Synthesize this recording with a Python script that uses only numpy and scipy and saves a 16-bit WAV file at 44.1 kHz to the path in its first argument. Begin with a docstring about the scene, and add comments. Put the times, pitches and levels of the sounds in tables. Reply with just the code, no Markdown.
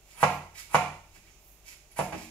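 """A quick crunch and a sharp wooden knock: a cleaver slices ginger in a small, hard-walled kitchen.
Three times the fibres snap and the edge hits the board; board, counter and steel ring on,
and counter and walls throw the knock back. Between cuts the blade scrapes lightly,
and after the last it rocks and settles. A faint hum and hiss lie underneath."""
import sys
import numpy as np
from scipy import signal
from scipy.fft import rfft, irfft
from scipy.io import wavfile

SR = 44100
rng = np.random.default_rng(int(sys.argv[2]) if len(sys.argv) > 2 else 0)


def wrap_up_sound(samples):
    """Save the sound to the file named by the first command line argument, as 16-bit audio."""
    columns = np.atleast_2d(samples).T
    # keep every value between -1 and 1, then stretch to whole-number steps
    tamed = np.clip(columns, -1, 1)
    steps = np.round(tamed * 32767).astype(np.int16)
    wavfile.write(sys.argv[1], SR, steps)


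N = 101429
T = np.arange(N) / SR
FREQS = np.maximum(np.fft.rfftfreq(2 * N, 1 / SR), 1)

# edge hits board: t/s, knock/dB, contact cut-off/Hz, pitch ratio, crack/dB, thump/dB, ring/dB, steel/dB
CHOPS = [(0.2294, -1, 1500, 1.0, 2.5, 10, -1, -21), (0.7451, -2.5, 1670, 1.008, 2.5, 8, 0.5, -1.5),
         (1.9899, -9.5, 1080, 0.727, -8, 3.5, -8, -19)]
# blade rocks and settles on the board: t/s, knock/dB, tick/dB, rocking/dB
NUDGES = [(1.158, -51, -26, -26.5), (2.006, -16.5, -25, -5), (2.124, -24, -10, -4.5),
          (2.142, -25, -13.5, -2.5), (2.208, -40, -37, -12.5)]
# blade passes through the root: end/s, length/s, peak level/dB, swell up to the peak/dB
CUTS = [(0.225, 0.096, -35, 31), (.746, 0.053, -35.5, 22.5), (1.988, 0.028, -35, 10.5)]
# blade slides on root and board: peak t/s, rise/s, fall/s, level/dB, tilt/(dB per octave)
SCRAPES = [(.13, 0.067, .04, -59, -0.5), (0.554, .012, .02, -52, -2.5), (0.581, .011, 0.034, -42.5, -1),
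           (1.159, 0.042, 0.036, -60.5, -0.5), (1.31, 0.11, 0.079, -67, -3.5), (1.681, .028, 0.039, -50, 0),
           (1.73, 0.031, 0.012, -54, -2), (1.92, .007, 0.0078, -58, -3), (2.05, 0.075, 0.02, -51, 2),
           (2.219, 0.097, 0.062, -51, -1.5)]
# steel glides over wet root: peak t/s, half-length/s, centre f/Hz, half-width/octaves, level/dB
GLIDES = [(0.32, 0.044, 12700, 0.13, -60), (1.33, 0.063, 6100, .2, -69.5), (1.487, 0.078, 12200, 0.29, -63),
          (1.914, 0.0064, 10700, 0.061, -56.5)]

# resonances: f/Hz, level/dB, t60/s
KNOCK_MODES = [(544, -26, 0.044), (834, -5.5, 0.0097), (1055.5, -12, .016), (1320, -25, .018)]  # the board's dead knock, at pitch ratio 1
RING_MODES = [(523, -30, .14), (594.3, -25, 0.14), (671, -33, 0.48), (716, -30, .3), (845, -32.5, 0.093),
              (903.5, -31, 0.51), (948, -28.5, 0.12), (954, -35.5, .15), (1145, -21, 0.079),
              (1180, -40.5, .3), (1369, -34.5, 0.5), (1673, -43, 0.15)]  # board and counter ringing on
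HOLLOW_MODES = [(730.5, -11.5, 0.25)]  # hollow note building up between counter and walls
COUNTER_MODES = [(87.3, -51.5, 1), (128, -47.5, .22), (145.5, -38, 0.51), (152.5, -43, 0.41),
                 (186.2, -43, 0.5), (233.6, -47, 0.27)]  # counter top and cupboard below
STEEL_MODES = [(2008, -42, .24), (2290, -38.5, 0.19), (2333, -35.5, .36), (2203, -37, 0.29),
               (2440, -41.5, 0.23), (2340, -49, 0.28)]  # the cleaver itself
ROCKING_MODES = [(84.7, -38.5, 0.23), (186, -39.5, 0.17), (233.2, -44, 0.23), (316, -36, 0.11),
                 (394, -35.5, 0.067)]  # board rocking on the counter

# noise colours: f/Hz, relative level/dB
CRACK_SPECTRUM = [(200, -19.5), (600, -3.5), (1250, -8), (1550, 0.5), (2000, 1), (2650, -3), (3400, -12.5),
                  (7000, -12), (8300, -19.5), (11000, -19.5), (15500, -34.5)]  # steel biting wood
CRUNCH_SPECTRUM = [(150, -8.5), (400, -10.5), (900, 1.5), (1600, -4), (2500, -5.5), (3600, -14.5),
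                   (7000, -11.5), (8500, -5), (10800, 0.5), (12000, -19.5), (15500, -21.5)]  # snapping fibres
SCRAPE_SPECTRUM = [(200, -23.5), (1100, -14.5), (1500, -8), (2200, -2), (2900, -6), (3500, -7.5),
                   (4600, -4.5), (5300, 0.5), (6000, -5.5), (7000, -1), (8200, -5.5), (10000, -2.5),
                   (13000, -8.5), (15500, -18)]  # sliding blade
AIR_SPECTRUM = [(15, -36.5), (25, -0.5), (59, -7), (133, -13.5), (281, -20), (389, -13), (495, -23.5),
                (582, -17.5), (782, -18), (1620, -27.5), (2700, -21), (3090, -26.5), (4750, -27),
                (6730, -23.5), (7700, -27), (10900, -30.5), (15500, -35.5)]  # room tone

# slap off near surfaces: left delay/s, right delay/s, level/dB
ECHOES = [(.0046, .0030, -5), (.0064, .0061, 3), (.0110, 0.0074, -5.5), (0.0141, 0.0054, -8),
          (.0172, 0.0057, -6.5)]
# kitchen reverb: f/Hz, t60/s, level/dB
ROOM_BANDS = [(40, .6, -22.5), (110, .65, 2.5), (300, 0.59, 5.5), (700, 0.33, 3.5), (1500, 0.6, 2),
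              (2530, 0.37, 9), (6000, 0.68, 3.5), (14000, 0.29, 3.5)]
# appliance hum: f/Hz, rms level/dB
HUM_PARTIALS = [(49.3, -63.5), (98, -78), (147, -76), (596, -79)]
# stereo balance: f/Hz, right minus left/dB
RIGHT_LEAN = [(50, -4.5), (130, 1), (400, 1), (700, 4.5), (1200, 2.5), (2400, 10.5), (4400, 3.5),
              (7000, 13), (9000, -0.5), (11000, 8.5), (15000, 14)]


def amp(db):
    """Decibels to gain."""
    return 10 ** (np.asarray(db) / 20)


def curve(points, hz=FREQS, column=1):
    """Read a table on a log-frequency axis."""
    table = np.array(points, float)
    return np.interp(np.log(hz), np.log(table[:, 0]), table[:, column])


def shape(x, response):
    """Filter by a frequency response."""
    return irfft(rfft(x, 2 * N) * response)[..., :N]


def causal(db):
    """Minimum-phase response with the given gain: nothing rings ahead of the attack."""
    cepstrum = irfft(np.log(amp(db)))
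    cepstrum[1:N] *= 2
    cepstrum[N + 1:] = 0
    return np.exp(rfft(cepstrum))


def coloured(noise, db):
    """Give a noise a spectrum, at rms 1."""
    filtered = shape(noise, amp(db))
    return filtered / filtered.std()


def delay(x, seconds):
    """Start a sound later."""
    return np.interp(T - seconds, T, x, left=0)


def attack(rise_s):
    """Exponential rise towards 1."""
    return 1 - np.exp(-T / rise_s)


def fade(t60):
    """Decay by 60 dB in t60 seconds."""
    return np.exp(-np.log(1000) * T / t60)


def modes(table, pitch=1):
    """Struck resonances: a sum of dying sines."""
    return sum(amp(db) * fade(t60) * np.sin(2 * np.pi * hz * pitch * T) for hz, db, t60 in table)


def stereo_noise(crossover_hz=1100):
    """Noise centred in the bass, wide in the treble."""
    mid, side = rng.standard_normal((2, N))
    alike = 1 / (1 + (FREQS / crossover_hz) ** 2)
    mid = shape(mid, np.sqrt((1 + alike) / 2))
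    side = shape(side, np.sqrt((1 - alike) / 2))
    return np.array([mid + side, mid - side])


def grains(per_s=4500, spread_db=3.5):
    """Dense tiny fractures of uneven size."""
    clicks = (rng.random(N) < per_s / SR) * rng.standard_normal(N)
    return clicks * amp(spread_db * np.minimum(rng.exponential(size=N), 4))


def chops(hollow_rise_s=0.058):
    """The edge hits the board, duller for a softer contact: returns the knocks and their ring-out."""
    knocks, rings = np.zeros((2, N))
    hollow = modes(HOLLOW_MODES) * (1 - np.exp(-(T / hollow_rise_s) ** 2))
    ring = board_radiation(modes(RING_MODES) + hollow)
    for start, cutoff_hz, knock_db, pitch, crack_db, thump_db, ring_db, steel_db in (
            (row[0], row[2], row[1], *row[3:]) for row in ()):
        pass
    for start, knock_db, cutoff_hz, pitch, crack_db, thump_db, ring_db, steel_db in CHOPS:
        contact = causal(-10 * np.log10(1 + (FREQS / cutoff_hz) ** 4))
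        wood = -amp(knock_db) * shape(modes(KNOCK_MODES, pitch), contact)
        bite = amp(crack_db) * edge_crack(t60=0.025)
        knocks += delay(board_radiation(wood + bite), start)
        ring_out = -amp(ring_db) * shape(ring, contact)
        thump = amp(thump_db) * modes(COUNTER_MODES)
        steel = amp(steel_db) * modes(STEEL_MODES)
        rings += delay(ring_out + attack(0.0035) * (thump + steel), start)
    return knocks, rings


def edge_crack(t60, level_db=-10):
    """The short, toneless burst of steel biting wood."""
    burst = rfft(rng.standard_normal(N) * fade(t60) * attack(0.0022), 2 * N)
    flattened = burst / (abs(burst) + 1e-9) * np.sqrt(np.mean(abs(burst) ** 2))
    return amp(level_db) * irfft(flattened * causal(curve(CRACK_SPECTRUM)))[:N]


def board_radiation(x, low_cut_hz=510, leak_db=-15):
    """Deep vibration mostly cancels around the board's edges; a little leaks out."""
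    body = signal.sosfilt(signal.butter(5, low_cut_hz, "high", fs=SR, output="sos"), x)
    leak = signal.sosfilt(signal.butter(2, 110, "high", fs=SR, output="sos"), x)
    return body + amp(leak_db) * leak


def nudges():
    """The settling blade gives low knocks and ticks, and the board rocks on the counter."""
    out = np.zeros(N)
    for start, knock_db, tick_db, rock_db in NUDGES:
        wood = amp(knock_db) * modes(KNOCK_MODES, pitch=0.79)
        tick = amp(tick_db) * edge_crack(t60=0.014)
        rocking = amp(rock_db) * attack(0.0087) * modes(ROCKING_MODES)
        out += delay(board_radiation(wood + tick) + rocking, start)
    return out


def slicing(release_s=0.0055):
    """Fibres snap ever harder until the edge is through."""
    force = 0
    for end, length, db, swell_db in CUTS:
        travel = np.minimum((T - end) / length, 0)  # -1 going in, 0 once through
        release = np.exp(-np.maximum(T - end, 0) / release_s)
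        force += amp(db + swell_db * travel) * (travel > -1) * release
    return force * coloured(grains(), curve(CRUNCH_SPECTRUM))


def scraping():
    """The blade drags over root and board in gritty strokes that swell and die away."""
    out = 0
    for peak, rise, fall, db, tilt_db in SCRAPES:
        stroke = np.exp(-(np.minimum(T - peak, 0) / rise) ** 2 - np.maximum(T - peak, 0) / fall)
        grit = coloured(grains(), curve(SCRAPE_SPECTRUM) + tilt_db * np.log2(FREQS / 1000))
        out += amp(db) * stroke * grit
    return out


def gliding():
    """Narrow, airy hiss as the flat of the blade slides over the wet root."""
    out = 0
    for peak, half_length, hz, octaves, db in GLIDES:
        swell = np.exp(-((T - peak) / half_length) ** 2)
        band_db = -10 * np.log10(1 + (np.log2(FREQS / hz) / octaves) ** 4)
        out += amp(db) * swell * coloured(grains(), band_db)
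    return out


def worktop_response(echo_top_hz=2600, scatter_db=3):
    """The direct sound, a few dull echoes and scatter from pots, bowls and tiles."""
    echoes = sum(amp(db) * np.exp(-2j * np.pi * FREQS * np.array([[left], [right]]))
                 for left, right, db in ECHOES)
    scatter = stereo_noise() * fade(0.075) * attack(0.0029) ** 2
    scatter /= np.sqrt(np.sum(scatter ** 2, axis=1, keepdims=True))
    return 1 + echoes / (1 + 1j * FREQS / echo_top_hz) + amp(scatter_db) * rfft(scatter, 2 * N)


def kitchen_reverb(send):
    """Hard walls return a diffuse tail that dies away octave by octave."""
    noise = rfft(stereo_noise(), 2 * N) * amp(curve(ROOM_BANDS, column=2))
    centres = 62.5 * 2 ** np.arange(9)
    tail = 0
    for hz, solo in zip(centres, np.eye(len(centres))):
        band = irfft(noise * np.interp(np.log(FREQS), np.log(centres), solo))[:, :N]
        t60 = curve(ROOM_BANDS, hz, column=1)
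        unit_energy = np.sqrt(2 * np.log(1000) / (t60 * SR))
        tail += band * fade(t60) * unit_energy
    return shape(send, rfft(tail * attack(0.012), 2 * N))


def room_tone(air_db=-61):
    """Room air and the hum of an appliance."""
    hum = sum(amp(db) * np.sqrt(2) * np.sin(2 * np.pi * (hz * T + rng.random()))
              for hz, db in HUM_PARTIALS)
    return amp(air_db) * coloured(stereo_noise(), curve(AIR_SPECTRUM)) + hum


def scene(blade_db=-4, ring_send_db=-15, blade_send_db=-2):
    """Board and blade heard directly, off the near surfaces and through the room."""
    knocks, rings = chops()
    knocks += nudges()
    blade = amp(blade_db) * (slicing() + scraping() + gliding())
    far = kitchen_reverb(knocks + amp(ring_send_db) * rings + amp(blade_send_db) * blade)
    near = shape(knocks, worktop_response()) + shape(blade, worktop_response())
    return near + rings + far + room_tone()


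def record(dry, right_lag_s=0.00006, ceiling=0.8, top_hz=15700):
    """Two unequal microphone ports, the right brighter and a little late; soft clip, then a high cut."""
    lean_db = curve(RIGHT_LEAN) / 2
    left = shape(dry[0], amp(-lean_db))
    right = shape(dry[1], amp(lean_db) * np.exp(-2j * np.pi * FREQS * right_lag_s))
    rounded = ceiling * np.tanh(np.array([left, right]) / ceiling)
    return signal.sosfiltfilt(signal.ellip(12, .05, 70, top_hz, fs=SR, output="sos"), rounded)


dry = scene()
out = record(dry)
wrap_up_sound(out)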